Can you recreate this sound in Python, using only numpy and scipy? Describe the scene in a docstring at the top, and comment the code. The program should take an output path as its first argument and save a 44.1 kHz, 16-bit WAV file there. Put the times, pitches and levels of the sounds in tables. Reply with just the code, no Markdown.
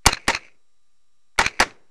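"""Outdoor range, microphone on the gun: a carbine fires two quick pairs of shots through a wooden barricade.
A hammer click leads each shot: a crack, a ringing blast, reflections and a tail, all shaped noise bursts.
During the first blast gas pushes the microphone, which overloads lopsidedly, and the gain ducks, then creeps up.
After each shot but the last the action clatters and its spring buzzes; a dull echo follows each pair.
A trigger tick comes ahead of the second pair; one faint clack follows the last shot, over faint hiss and whine."""
import sys
import numpy as np
from scipy import signal
from scipy.fft import rfft, irfft
from scipy.io import wavfile

SR = 44100
rng = np.random.default_rng(int(sys.argv[2]) if len(sys.argv) > 2 else 0)


def transcribe(signal):
    """Save signal, clipped to [-1, 1], as a 16-bit WAV file at the path in sys.argv[1]."""
    frames = np.atleast_2d(signal).T
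    limited = np.clip(frames, -1, 1)
    pcm = np.round(limited * 32767).astype(np.int16)
    wavfile.write(sys.argv[1], SR, pcm)


N = 83790

# The four shots; levels are relative to each layer's own setting, times after the shot unless named a lead:
# (time [s], blast level [dB], crack level [dB], crack decay [s], reflection level [dB], reflection delay [s],
#  range tail level [dB], hammer level [dB], hammer lead before the shot [s])
SHOT_TABLE = [(.0620, 1, 6.5, 0.0039, 2, 0.028, 4, 1, .0063),
              (.2792, -0.5, -6, 0.0039, 3.5, 0.025, 2.5, -1, 0.0067),
              (1.3877, 1, 0.5, 0.0012, 1, 0.028, 4, 0.5, .0068),
              (1.5995, 1, -1, 0.0028, 2.5, .0260, 2, 2.5, 0.0061)]


def undb(db):
    """Decibels to amplitude gain."""
    return 10 ** (np.asarray(db) / 20)


def noise(colour, tilt_db=0, peaks=()):
    """Noise of unit RMS with the given colour and resonances, tilted per octave above 500 Hz."""
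    peak_width_hz = 32  # half-width of each resonance's bell
    colour_hz, colour_db = np.array(colour, float).T
    f = np.maximum(np.fft.rfftfreq(N, 1 / SR), 1)
    octaves_above = np.maximum(np.log2(f / 500), 0)
    boost_db = sum(db * np.exp(-((f - centre) / peak_width_hz) ** 2) for centre, db in peaks)
    shape_db = np.interp(np.log(f), np.log(colour_hz), colour_db) + tilt_db * octaves_above + boost_db
    y = irfft(rfft(rng.standard_normal(N)) * undb(shape_db), N)
    return y / y.std()


def burst(peak, rise, decay, hold=0):
    """Envelope of exponential rise, hold and exponential decay; all arguments in seconds."""
    t = np.arange(N) / SR - peak
    return np.exp(np.minimum(t, 0) / rise - np.maximum(t - hold, 0) / decay)


def after(start, ramp):
    """Gate that opens linearly from silence at the start time; arguments in seconds."""
    return np.clip((np.arange(N) / SR - start) / ramp, 0, 1)


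def shots():
    """A bright crack, the blast ringing at the barricade, nearby reflections and the tail of the range."""
    # Colour of the crack: (frequency [Hz], level [dB])
    crack_colour = [(100, -14), (600, -6), (1200, -8), (2300, -0.5), (3300, -13.5), (4500, 0.5), (7000, -7),
                    (10000, -6.5), (15000, -28)]
    # Colour of the muzzle blast: (frequency [Hz], level [dB])
    blast_colour = [(40, -12.5), (150, -13.5), (400, -7.5), (630, -11.5), (800, -1.5), (1200, -7),
                    (1620, -4.5), (2100, -3), (3200, -17), (4400, -18.5), (7000, -21), (10000, -32.5),
                    (15000, -52)]
    # Colour of the nearby reflections: (frequency [Hz], level [dB])
    reflection_colour = [(40, -14), (150, -7.5), (400, -11.5), (630, -6), (800, -1.5), (1200, -6.5),
                         (1620, -4.5), (2100, -3), (3200, -14), (4400, -12), (7000, -17.5), (10000, -30),
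                         (15000, -43)]
    # Colour of the range's tail, before its tilt: (frequency [Hz], level [dB])
    range_colour = [(40, -15), (120, -7), (250, -10.5), (390, -2), (600, -7.5), (1100, -8.5), (2000, -5.5),
                    (3300, -16.5), (5900, -16.5), (9500, -29), (11000, -36.5), (15000, -47)]
    # Resonances of the barricade and gun: (frequency [Hz], boost [dB])
    barricade_peaks = [(269, 5.5), (382, 7.5), (524, 10), (800, 6), (915, 10), (1105, 9.5), (1245, 6.5),
                       (1354, 6), (1470, 3), (1892, 5.5), (1992, 5), (2275, 3.5), (2825, 13)]
    crack_level_db, blast_level_db, reflection_level_db = -1, -0.5, -13.5
    near_level_db, far_level_db = -32, -48.5
    tail_peak_s, slow_rise_s = 0.025, 0.011  # the reflections and both tails share the rise

    out = np.zeros(N)
    for t, blast_db, crack_db, crack_decay, reflection_db, delay, tail_db, *_ in SHOT_TABLE:
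        crack = undb(crack_level_db + crack_db) * noise(crack_colour)
        crack = crack * burst(t + 0.0016, 0.00023, crack_decay)

        blast = undb(blast_level_db + blast_db) * noise(blast_colour, peaks=barricade_peaks)
        blast = blast * burst(t + 0.0028, 0.0005, decay=0.0056)

        reflection = undb(reflection_level_db + reflection_db) * noise(reflection_colour, peaks=barricade_peaks)
        reflection = reflection * burst(t + delay, slow_rise_s, decay=0.006)

        near = undb(near_level_db) * noise(range_colour, tilt_db=-0.34)
        near = near * burst(t + tail_peak_s, slow_rise_s, decay=0.033)
        far = undb(far_level_db) * noise(range_colour, tilt_db=-5)
        far = far * burst(t + tail_peak_s, slow_rise_s, decay=0.085)
        tail = undb(tail_db) * (near + far)

        # Nothing of the shot is heard until just before its time
        out += (crack + blast + reflection + tail) * after(t - 0.0006, 0.001)
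    return out


def pressure():
    """The slow push of gas from the first shot holds the microphone against its upper limit: a deep thump."""
    push = undb(-5) * burst(0.069, rise=0.004, decay=0.0006, hold=0.004)
    first_shot_s = SHOT_TABLE[0][0]
    return push * after(first_shot_s, 0.006)


def action():
    """Trigger tick, hammer before each shot, and clacks: the bolt knocks back, strips a round and slams shut."""
    # Clacks of the action: (time [s], level [dB], rise [s], decay [s], treble tilt before its limit [dB/octave])
    clacks = [(.1150, -22, 0.0011, 0.0085, -2.5), (0.127, -20.5, .002, .003, 5),
              (0.1319, -3.5, 0.00085, 0.00091, 1), (0.145, -29, 0.00062, .002, -6),
              (0.1445, -26, 0.0011, 0.0056, 4), (0.1697, -28, .0004, 0.0034, -15.5),
              (0.1726, -27, 0.00046, 0.0056, -10), (.3350, -28, 0.0021, .003, -1.5),
              (0.338, -17.5, 0.00047, 0.003, -1.5), (0.3485, -15.5, .002, 0.0045, -13),
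              (0.3502, -3, .0007, 0.00091, 0), (0.361, -22.5, 0.0005, 0.0042, 5.5),
              (0.3652, -27, 0.00071, 0.011, -17), (.4085, -45.5, 0.00055, 0.0028, -6),
              (.4370, -49, 0.00043, .003, -8), (0.4833, -46, 0.00034, 0.0031, -4.5),
              (1.437, -22.5, 0.00076, 0.0036, -5.5), (1.447, -22, 0.00051, 0.0042, -6),
              (1.452, -21, .001, .004, 1.5), (1.4618, -15.5, 0.00057, 0.00094, -10),
              (1.465, -5, 0.0012, 0.0016, 1), (1.4757, -30.5, 0.00043, 0.0018, -1.5),
              (1.4789, -22.5, .0007, 0.0041, -2), (1.513, -47.5, 0.00087, 0.0034, -7),
              (1.5533, -49, .0005, 0.0011, -9.5), (1.5730, -49.5, .001, .004, -9),
              (1.7088, -36.5, .0003, 0.0013, -3)]
    # Colour of the steel parts, before the tilt: (frequency [Hz], level [dB])
    steel_colour = [(60, -29.5), (400, -30), (700, -15), (1100, -6.5), (1600, 0), (2000, -2.5), (2550, 6),
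                    (3200, -24), (3700, -12.5), (4150, 3), (4700, -17.5), (6400, -10.5), (7600, -31),
                    (10000, -34.5), (15000, -72)]
    # Colour of the hammer: (frequency [Hz], level [dB])
    hammer_colour = [(100, -26), (1000, -13.5), (1500, -4.5), (2100, 13.5), (2600, 3), (3200, -17),
                     (4300, -12), (5200, -18.5), (6200, -20.5), (9500, -28.5), (15000, -47.5)]
    # Colour of the trigger tick: (frequency [Hz], level [dB])
    trigger_colour = [(100, -23), (600, -17.5), (880, -0.5), (1300, -7), (2100, -7), (3200, -27),
                      (12000, -40)]
    hammer_level_db, hammer_rise_s = -19.5, 0.0001
    max_tilt_db = 4  # per octave, either way

    out = undb(-58) * noise(trigger_colour) * burst(1.361, rise=0.001, decay=0.0034)
    for t, *_, hammer_db, lead in SHOT_TABLE:
        click = burst(t - lead, hammer_rise_s, decay=0.00035)
        ring = undb(-14.5) * burst(t - lead, hammer_rise_s, decay=0.012)
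        out = out + undb(hammer_level_db + hammer_db) * noise(hammer_colour) * (click + ring)
    for t, db, rise, decay, tilt_db in clacks:
        tilt_db = np.clip(tilt_db, -max_tilt_db, max_tilt_db)
        out = out + undb(db) * noise(steel_colour, tilt_db) * burst(t, rise, decay)
    return out


def rattle():
    """Uneven gain of parts that chatter against each other: random decibels joined by straight lines."""
    points_per_s, spread_db = 670, 4.5
    steps = np.arange(N) / SR * points_per_s
    return undb(spread_db * np.interp(steps, np.arange(N), rng.standard_normal(N)))


def spring():
    """The bolt scrapes along its track; the recoil spring buzzes on, then settles."""
    # Bolt travel and spring buzz, before the rattle:
    # (time [s], sliding level [dB], spring level [dB], buzz length [s])
    cycles = [(0.098, -35.5, -48, 0.16), (0.317, -35, -46.5, 0.15), (1.437, -36.5, -48.5, 0.14)]
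    # Colour of the sliding bolt: (frequency [Hz], level [dB])
    slide_colour = [(100, -16), (400, -10.5), (1000, -10.5), (1600, 0.5), (2400, 5.5), (3300, -9.5),
                    (4200, -4.5), (5000, -11), (6600, -9), (8000, -20.5), (12000, -29.5), (15000, -41)]
    # Colour of the spring, before its rings: (frequency [Hz], level [dB])
    spring_colour = [(100, -20), (400, -9), (1100, -16.5), (1750, -12.5), (2050, -1.5), (2250, 2),
                     (2600, -2), (3200, -21.5), (4000, -17), (4800, -15), (5500, -24), (6000, -16.5),
                     (6800, -24), (9500, -28), (10800, -42), (15000, -54)]
    # Rings of the recoil spring: (frequency [Hz], boost [dB])
    spring_peaks = [(2190, 3.5), (2290, 3), (2480, 3), (5950, 8.5)]
    slide_hold_s, slide_decay_s = 0.05, 0.0099
    sag_s, stop_s = 0.28, 0.034  # slow fading while it buzzes, quick fading once the buzz length is over

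    slide, buzz = np.zeros(N), np.zeros(N)
    for t, slide_db, spring_db, length in cycles:
        slide += undb(slide_db) * burst(t, 0.011, slide_decay_s, slide_hold_s)
        buzz += undb(spring_db) * burst(t, 0.01, stop_s, length) * burst(t, 0.01, sag_s)
    return (slide * noise(slide_colour) + buzz * noise(spring_colour, peaks=spring_peaks)) * rattle()


def berms():
    """Dull, soft late echoes from the berms: low-coloured noise under slow bursts."""
    # Late echoes: (time [s], level [dB])
    echo_times = [(0.553, -64.5), (1.669, -41.5)]
    # Colour of the echoes: (frequency [Hz], level [dB])
    echo_colour = [(40, -15), (130, 3), (320, 11.5), (650, -10.5), (1400, -17), (3000, -28), (9000, -45)]
    envelope = sum(undb(db) * burst(t, rise=0.0054, decay=0.009) for t, db in echo_times)
    return noise(echo_colour) * envelope


def electronics():
    """Very faint self-noise of the recorder: coloured hiss and a few steady sine whines."""
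    # Whine, before the recorder's filters: (frequency [Hz], level [dB])
    whine_tones = [(1200, -81), (3894, -81), (5600, -80), (7400, -81), (9600, -91.5)]
    # Colour of the hiss, before the recorder's filters: (frequency [Hz], level [dB])
    hiss_colour = [(30, 12), (100, 6), (300, -2.5), (2000, -3.5), (9000, -3.5), (12000, -11), (16000, -24)]
    t = np.arange(N) / SR
    hiss = undb(-72.5) * noise(hiss_colour)
    whine = sum(undb(db) * np.sin(2 * np.pi * hz * t) for hz, db in whine_tones)
    return hiss + whine


def scene():
    """The gun and its echoes, summed at the microphone as one channel."""
    return (shots() + pressure() + berms() + action() + spring())[None]


def gain_control(x):
    """Gain that ducks once, a moment after the first overload, then creeps back up."""
    start_gain_db, duck_db, recover_db_per_s = 12.3, 12.3, 2.5
    overload, duck_delay_s = 0.17, 0.0096  # the overload is a sample magnitude
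    first_overload_s = np.argmax(np.abs(x[0]) > overload) / SR
    since = np.arange(N) / SR - first_overload_s - duck_delay_s
    reduction_db = (since > 0) * np.maximum(duck_db - recover_db_per_s * since, 0)
    return undb(start_gain_db - reduction_db)


def record(dry):
    """Lopsided microphone overload, gain control, output clipping, self-noise, band limits and a constant bias."""
    # The recorder's treble: (frequency [Hz], level [dB])
    treble = [(3000, -2.5), (8000, -3.5), (9800, -5), (11000, -9), (13500, -12), (15000, -28.5),
              (16500, -43.5)]
    clip_up, clip_down = 0.185, 0.79  # soft limits of the microphone, upward and downward
    leak = 0.02  # share of the sound that gets past the overload
    ceiling, bias = 0.82, -0.0034
    coupling_hz, top_hz = 6, 16000

    limit = np.where(dry > 0, clip_up, clip_down)
    x = limit * np.tanh(dry / limit) + leak * dry
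    x = np.clip(x * gain_control(x), -ceiling, ceiling)
    x = x + electronics()

    x = signal.sosfilt(signal.butter(1, coupling_hz, "high", fs=SR, output="sos"), x)
    treble_hz, treble_db = np.array(treble).T
    response_db = np.interp(np.fft.rfftfreq(N, 1 / SR), treble_hz, treble_db)
    x = irfft(rfft(x) * undb(response_db), N)
    low_pass = signal.ellip(8, 0.2, 70, top_hz, fs=SR, output="sos")  # 0.2 dB ripple, 70 dB stop band
    return signal.sosfilt(low_pass, x) + bias


dry = scene()
out = record(dry)
transcribe(out)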